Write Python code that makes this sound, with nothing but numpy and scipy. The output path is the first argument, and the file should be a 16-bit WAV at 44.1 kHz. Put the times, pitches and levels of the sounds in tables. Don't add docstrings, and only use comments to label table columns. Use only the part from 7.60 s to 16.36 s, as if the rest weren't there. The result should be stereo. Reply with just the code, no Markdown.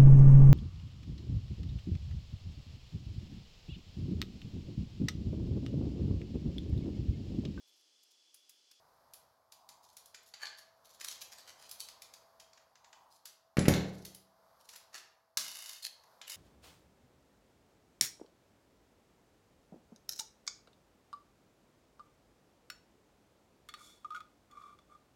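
import sys
import numpy as np
from scipy import signal
from scipy.fft import rfft, irfft, next_fast_len
from scipy.io import wavfile

SR = 44100
rng = np.random.default_rng(int(sys.argv[2]) if len(sys.argv) > 2 else 0)


def master_out(mix):
    frames = np.transpose(np.atleast_2d(mix))
    ceiling = np.clip(frames, -1, 1)
    pcm = np.round(ceiling * 32767).astype(np.int16)
    wavfile.write(sys.argv[1], SR, pcm)


N = 386316
TIME = np.arange(N) / SR


def undb(db):
    return 10 ** (np.asarray(db) / 20)


def unit(x):
    return x / np.sqrt(np.sum(x ** 2, axis=-1, keepdims=True) + 1e-20)


def read(points, hz):
    f, value = np.transpose(points)
    return np.interp(np.log(np.maximum(hz, 1)), np.log(f), value)


def colour(x, points):
    size = min(2 * next_fast_len(x.shape[-1]), 16384)
    gain = undb(read(points, np.arange(size // 2 + 1) * SR / size))
    cepstrum = irfft(np.log(gain))
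    cepstrum[1:size // 2] *= 2
    cepstrum[size // 2 + 1:] = 0
    response = irfft(np.exp(rfft(cepstrum)))[:size // 2]
    response = response.reshape((1,) * (x.ndim - 1) + (-1,))
    return signal.oaconvolve(x, response, axes=-1)[..., :x.shape[-1]]


def fade(t, t60):
    return np.exp(-np.log(1000) * t / np.maximum(t60, 1e-4))


def ring(modes, t):
    return sum(undb(db) * fade(t, t60) * np.sin(2 * np.pi * hz * t) for hz, db, t60 in modes)


def resonate(drive, modes, t):
    return unit(signal.fftconvolve(drive, ring(modes, t)[None])[:, :drive.shape[1]])


def wander(per_s):
    knots = np.arange(0, N + SR, SR / per_s)
    return np.interp(np.arange(N), knots, rng.standard_normal(len(knots)))


def pan(pan_db):
    return undb(np.array([[pan_db], [-pan_db]]) / 2)


def add(out, start_s, x):
    i = max(int(start_s * SR), 0)
    out[:, i:i + x.shape[-1]] += x[:, :max(N - i, 0)]


# frequency in Hz, gain in dB.
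HISS_EQ = [(120, -34), (300, -9.5), (600, -11), (2000, -16.5), (3200, -4.5), (5000, 0.5), (9000, -15),
           (16000, -31)]


def hiss(level_db=-70, pan_db=12, tone_hz=3460, tone_db=-6):
    noise = unit(colour(rng.standard_normal((2, N)), HISS_EQ))
    tone = resonate(noise, [(tone_hz, 0, .022)], TIME[:SR // 2])
    flutter = undb(tone_db + 2 * wander(20))
    return (noise + flutter * tone) * np.sqrt(N) * undb(level_db) * pan(pan_db)


# time in seconds, left minus right in dB.
TIP_PAN = [(1.15, 11), (1.5, 5.5), (2.4, 5.5), (2.8, 7.5), (3.3, 6), (4.4, 6), (5.3, 11.5), (5.65, 3)]


def tip_pan(s):
    return pan(np.interp(s, *np.transpose(TIP_PAN)))


def blend(wood, metal, hardness):
    return np.array(wood) + hardness * (np.array(metal) - np.array(wood))


# frequency in Hz, gain in dB.
CONTACT_EQ = [(150, -21), (400, -11.5), (900, -7), (1700, -1.5), (3200, -2.5), (4800, 2), (7400, -1),
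              (8300, -9), (10300, -3.5), (13000, -8), (16000, -17.5)]


def contact_colour(x, body_db, treble_db):
    tilt = [(200, min(body_db, 0) - 2), (1000, body_db - 1), (1900, body_db),
            (3800, 0), (7200, 0), (10000, treble_db)]
    return unit(colour(colour(x, CONTACT_EQ), tilt))


def slips(size, per_s, spread_db):
    strength = undb(spread_db * np.minimum(rng.exponential(size=size), 4))
    return (rng.random(size) < per_s / SR) * strength * rng.choice([-1, 1], size)


def grit(force, t60):
    power = signal.fftconvolve(force ** 2, fade(TIME[:2048], t60) ** 2)[:len(force)]
    return np.sqrt(np.abs(power)) * rng.standard_normal((2, len(force)))


def scatter(t60, size=2048):
    grain = undb(3 * np.repeat(rng.standard_normal(size // 32), 32))
    return unit(rng.standard_normal((2, size)) * grain * fade(TIME[:size], t60))


SCRAPE_WOOD, SCRAPE_METAL = (10, -5), (-11, 2)
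SLIDE_LEAD_S = .08


def slide(db, length_s, hardness, ring_share, modes, size=8192):
    t = TIME[:size]
    swell = np.exp(-2 * ((t - SLIDE_LEAD_S) / length_s) ** 2)
    fine = grit(slips(size, per_s=1500, spread_db=3.5) * swell, t60=.007)
    coarse_slips = slips(size, per_s=450, spread_db=3.5) * swell
    coarse = signal.fftconvolve(coarse_slips[None], scatter(t60=.011))[:, :size]
    rub = contact_colour(.5 * unit(fine) + unit(coarse), *blend(SCRAPE_WOOD, SCRAPE_METAL, hardness))
    return unit(rub + ring_share * resonate(rub, modes, t)) * np.sqrt(length_s * SR) * undb(db)


# frequency in Hz, gain in dB, t60 in seconds.
WIRE_MODES = [(1740, -1.5, 0.0095), (3280, 1, 0.017), (4550, 1, 0.019), (4750, 1, 0.015)]
# start in seconds, end in seconds, level in dB.
GRIP_SHIFTS = [(0.01, .22, -74), (2.201, 2.36, -65), (2.598, 2.72, -60.5), (3.236, 3.38, -63.5),
               (5.482, 5.6, -65.5), (6.269, 6.44, -61), (6.991, 7.14, -62.5)]


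def fumbling(per_s=26, typical_s=0.015, spread_db=3):
    out = np.zeros((2, N))
    for start, end, db in GRIP_SHIFTS:
        for slot, (delay, softness, stretch) in enumerate(rng.random((3, 8)).T):
            s = start + (slot + delay) / per_s
            if s < end:
                rub = slide(db + spread_db * (1 - 2 * softness), typical_s * (.5 + stretch),
                            hardness=1, ring_share=0.077, modes=WIRE_MODES)
                add(out, s - SLIDE_LEAD_S, rub * tip_pan(s))
    return out


# frequency in Hz, gain in dB, t60 in seconds.
STICK_MODES = [(2180, 9, 0.036), (2970, 15.5, 0.011), (3734, 1, 0.074)]
# peak time in seconds, level in dB, length in seconds,
# hardness from 0 to 1, share of ringing.
SCRAPE_CUES = [(.435, -64, 0.0072, 1, 0.15), (0.515, -66, 0.0091, 1, 0.07),
               (2.83, -42.5, 0.034, 0.09, 0.87), (2.988, -54, 0.019, 0.6, 0.16),
               (3.408, -43, 0.012, 0.54, 0.065), (3.447, -37.5, 0.0072, 0.77, 0.13),
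               (3.484, -36.5, 0.0069, 0.9, 0.15), (3.519, -43, 0.009, 0.61, 0),
               (3.619, -42, 0.0096, 0.68, 0), (3.727, -49.5, 0.014, 0.47, 0.037),
               (3.791, -53.5, 0.026, 0.48, 0), (3.889, -52.5, 0.029, 0.44, 0.33),
               (4.032, -57.5, 0.058, 0.47, .1), (4.206, -40, 0.013, 1, 0.32),
               (7.146, -52.5, 0.023, 0.27, 0.077), (7.352, -44, 0.021, 0.24, 0.062),
               (8.44, -61.5, 0.0066, 0.28, 0.043), (8.677, -43.5, 0.0081, 0.9, 0.67),
               (8.725, -45, 0.038, 1, .55)]


def scrapes(pliers_down_s=6):
    out = np.zeros((2, N))
    for s, db, length_s, hardness, ring_share in SCRAPE_CUES:
        modes = WIRE_MODES if s < pliers_down_s else STICK_MODES
        add(out, s - SLIDE_LEAD_S, slide(db, length_s, hardness, ring_share, modes) * tip_pan(s))
    return out


def contact(db, body_db, treble_db, ring_t60=0.036, rise_s=.0009):
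    burst = scatter(ring_t60)
    attack = 1 - np.exp(-TIME[:burst.shape[1]] / rise_s)
    return contact_colour(burst * attack, body_db, treble_db) * np.sqrt(.003 * SR) * undb(db)


CLICK_WOOD, CLICK_METAL = (7.3, -22), (-12, 13.4)
# start in seconds, level in dB,
# hardness from 0 (wood) to 1 (metal).
CLICK_CUES = [(0.743, -51, 0.85), (0.894, -51.5, 0.8), (1.1121, -54.5, 0.62), (1.5355, -44.5, 0.88),
              (1.921, -47.5, 0.68), (2.0897, -46, .65), (2.368, -44, 0.75), (2.4573, -50.5, 0.79),
              (2.545, -43, 0.39), (4.092, -46, 0.77), (4.1119, -38, 0.8), (4.2861, -43.5, 0.6),
              (4.4194, -42.5, 0.63), (4.5372, -46, 0.58), (4.799, -48.5, 0.5), (4.931, -55.5, .25),
              (4.9746, -56, 0.1), (5.1545, -57, 0.17), (5.244, -55.5, 0.1), (5.329, -52, 0.12),
              (5.6546, -39, 0.71), (6.45, -38, 0.78), (6.547, -44, 0.87), (7.0893, -44, 0.61),
              (7.1595, -44, .75), (7.379, -44.5, 0.54), (8.6969, -35, 0.73)]


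def clicks(rebound_db=-13, rebound_s=0.014, give_db=-18, give_s=.003):
    out = np.zeros((2, N))
    for s, db, hardness in CLICK_CUES:
        tone = blend(CLICK_WOOD, CLICK_METAL, hardness)
        add(out, s - give_s, contact(db + give_db, *tone) * tip_pan(s))
        add(out, s, contact(db, *tone) * tip_pan(s))
        add(out, s + rebound_s * (.5 + rng.random()), contact(db + rebound_db, *tone) * tip_pan(s))
    return out


# frequency in Hz, t60 in seconds.
WALL_DECAY = [(150, 0.92), (2500, 0.5), (5000, 0.44), (9000, 0.31), (15000, 0.28)]


def room_reverb(wet_db=-3.0, build_s=0.0098):
    t = TIME[:SR]
    spectrum = rfft(rng.standard_normal((2, SR)))
    centres = [hz for hz, _ in WALL_DECAY]
    tail = 0
    for weights, (_, t60) in zip(np.eye(len(centres)), WALL_DECAY):
        band = read(list(zip(centres, weights)), np.arange(spectrum.shape[1]))
        tail = tail + irfft(spectrum * band, SR) * fade(t, t60)
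    onset = (1 - fade(t, 2 * build_s)) * (t > build_s / 2)
    return undb(wet_db) * unit(tail * onset)


# frequency in Hz, gain in dB.
RUSH_EQ = [(25, -24), (80, -9.5), (350, -16.5), (520, -5), (660, -3), (1070, -2.5), (1600, -12.5),
           (2700, -28.5), (4700, -19), (7200, -27.5), (8300, -31.5), (11700, -23.5), (16000, -32.5)]
# frequency in Hz, left minus right in dB.
RUSH_PAN = [(200, 3), (700, 15.5), (1300, 19.5), (2400, 4)]


def room_rush(level_db=-65, waver_db=5.5, hum_hz=655, hum_db=-78, hum_pan_db=12):
    left, right = rng.standard_normal((2, N))
    right = colour(right, [(hz, -db) for hz, db in RUSH_PAN])
    rush = colour(np.array([left, right]), RUSH_EQ)
    rush = rush / rush[0].std() * undb(level_db + waver_db * wander(2.46))
    pitch_hz = hum_hz + 5 * wander(20)
    hum = np.sin(2 * np.pi * np.cumsum(pitch_hz) / SR) * undb(hum_db + 3.5 * wander(6))
    return rush + hum * pan(hum_pan_db)


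# peak time in seconds, level in dB.
SWELL_CUES = [(2.12, -66), (5.402, -66.5)]


def rush_swells(width_s=0.22, pan_db=12):
    mid_eq = [(500, -19), (800, -2.5), (980, -0.5), (1200, -7.5), (1800, -32.5)]
    noise = unit(colour(rng.standard_normal((2, N)), mid_eq)) * np.sqrt(N)
    level = sum(undb(db) * np.exp(-((TIME - s) / width_s) ** 2) for s, db in SWELL_CUES)
    return noise * level * pan(pan_db)


# start in seconds, level in dB, pitch in Hz, t60 in seconds.
CLINK_CUES = [(2.738, -43.5, 4570, .02), (2.8537, -41, 4800, .012), (2.868, -43, 4700, .015),
              (5.991, -32, 10130, 0.056), (6.137, -28, 4120, 0.01), (8.6139, -41.5, 3830, .04)]


def clinks(ring_db=-2, hardness=.3, size=6144):
    out = np.zeros((2, N))
    for s, db, hz, t60 in CLINK_CUES:
        tick = contact(db, *blend(CLICK_WOOD, CLICK_METAL, hardness))
        partials = [(hz * .95, -5, t60 / 2), (hz, 0, t60), (hz * 1.06, -3, t60 / 2)]
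        attack = tick[:, :SR // 300]
        ping = unit(signal.fftconvolve(attack, ring(partials, TIME[:size])[None]))
        add(out, s, tick * tip_pan(s))
        add(out, s, undb(ring_db) * ping * np.linalg.norm(tick[0]) * tip_pan(s))
    return out


# frequency in Hz, gain in dB, t60 in seconds.
TABLE_MODES = [(82.4, -7, .65), (122.4, -9.5, 0.65), (162.4, -0.5, 0.59), (190.4, -2, 0.73),
               (228.3, -2.5, 0.45), (298.3, -7.5, .6), (398.6, -4.5, 0.25), (471, -6.5, 0.3),
               (562, -1.5, 0.21), (740, -11.5, 0.55), (1114, -9, 0.55)]
# frequency in Hz, gain in dB.
BOOM_EQ = [(27, -45), (48, -7), (100, -6.5), (170, -10), (400, -2.5), (900, -8), (2000, -30), (5000, -48.5)]
# start in seconds, level in dB, contact time in milliseconds.
TABLE_BLOWS = [(5.969, -20, 0.72), (5.984, -7.5, 1.45), (6.054, -30.5, 0.46), (6.0818, -4, 1.071),
               (6.123, -14.5, 1.29), (7.772, -50, 0.26)]


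def table_knocks(flex_hz=185, flex_t60=0.008, modes_db=-20, boom_db=9, boom_t60=0.72, pan_db=7):
    t = TIME[:SR]
    noise = rng.standard_normal((3, SR))
    wide_noise = noise[0] + 0.4 * noise[1:]
    boom = unit(colour(wide_noise * fade(t, boom_t60), BOOM_EQ))
    low_cut = signal.butter(2, 110, "highpass", fs=SR, output="sos")
    flex = signal.sosfilt(low_cut, ring([(flex_hz, 0, flex_t60)], t))
    response = 2 * flex + undb(modes_db) * ring(TABLE_MODES, t) + undb(boom_db) * boom
    out = np.zeros((2, N))
    for s, db, contact_ms in TABLE_BLOWS:
        push = np.sin(np.pi * np.minimum(t[:SR // 100] * 1000 / contact_ms, 1))
        add(out, s, signal.fftconvolve(response, push[None] / push.sum()) * undb(db))
    return out * pan(pan_db)


def clacks(boost_db=16, loss_db_per_ms=30, pan_db=6):
    out = np.zeros((2, N))
    for s, db, contact_ms in TABLE_BLOWS:
        clack_db = db + boost_db - loss_db_per_ms * contact_ms
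        clack = contact(clack_db, body_db=9.5, treble_db=2)
        shelf_db = np.clip(40.5 + 2 * clack_db, -20, 10)
        add(out, s, colour(clack, [(3000, 0), (7000, shelf_db)]))
    return out * pan(pan_db)


# frequency in Hz, gain in dB.
SHAFT_EQ = [(200, -33), (1000, -9.5), (2300, -10.5), (3000, -3), (4500, 5), (7200, 0.5), (8500, -7),
            (10900, 1), (16000, -14)]


def propeller(snap_s=7.7717, snap_db=-20.5, spin_s=.45, run_out_s=0.13, spin_db=-47,
              turns_per_s=28, stick_db=-7, pan_db=3):
    t = TIME[:SR]
    spin_level = np.clip((spin_s - t) / run_out_s, 0, 1)
    turns = turns_per_s * t
    knock = np.exp(-(turns % 1) / 0.2)
    back_knock = 0.35 * np.exp(-((turns + .5) % 1) / 0.2)
    force = slips(SR, per_s=1100, spread_db=3.2) * (.15 + knock + back_knock) * spin_level
    rattle = unit(colour(grit(force, t60=.008), SHAFT_EQ))
    stick = undb(stick_db) * resonate(rattle, STICK_MODES, t)
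    out = np.zeros((2, N))
    add(out, snap_s, contact(snap_db, *blend(CLICK_WOOD, CLICK_METAL, hardness=0.64)))
    add(out, snap_s, (rattle + stick) * np.linalg.norm(spin_level) * undb(spin_db))
    return out * pan(pan_db)


# frequency in Hz, gain in dB, t60 in seconds.
HOOK_MODES = [(4358, 0, .045), (4500, 0, .02), (5073, -7, .012)]


def shaft_squeak(catch_s=8.23, catch_db=-43.5, stop_s=8.254, stop_db=-35.5, squeak_s=0.018):
    out = np.zeros((2, N))
    for s, db, length_s in (catch_s, catch_db, squeak_s / 2), (stop_s, stop_db, squeak_s):
        rub = slide(db, length_s, hardness=0.99, ring_share=0.87, modes=HOOK_MODES)
        add(out, s - SLIDE_LEAD_S, rub * tip_pan(s))
    return out


def scene(scene_change_s=1.2, opening_send=0.56, squeak_send=0.48):
    live = TIME >= scene_change_s
    background = np.where(live, room_rush() + rush_swells(), hiss())
    knocks, walls, squeak = table_knocks(), room_reverb(), shaft_squeak()
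    near = clicks() + clinks() + clacks() + scrapes() + propeller() + fumbling()
    send = near * np.where(live, 1, opening_send) + squeak_send * squeak
    reverb = signal.fftconvolve(send, walls, axes=1)[:, :N]
    return near + squeak + reverb + knocks + background


def record(dry, low_hz=34, top_hz=15900):
    low_cut = signal.butter(3, low_hz, "highpass", fs=SR, output="sos")
    high_cut = signal.ellip(8, .2, 70, top_hz, fs=SR, output="sos")
    return signal.sosfilt(high_cut, signal.sosfilt(low_cut, dry))


dry = scene()
out = record(dry)
master_out(out)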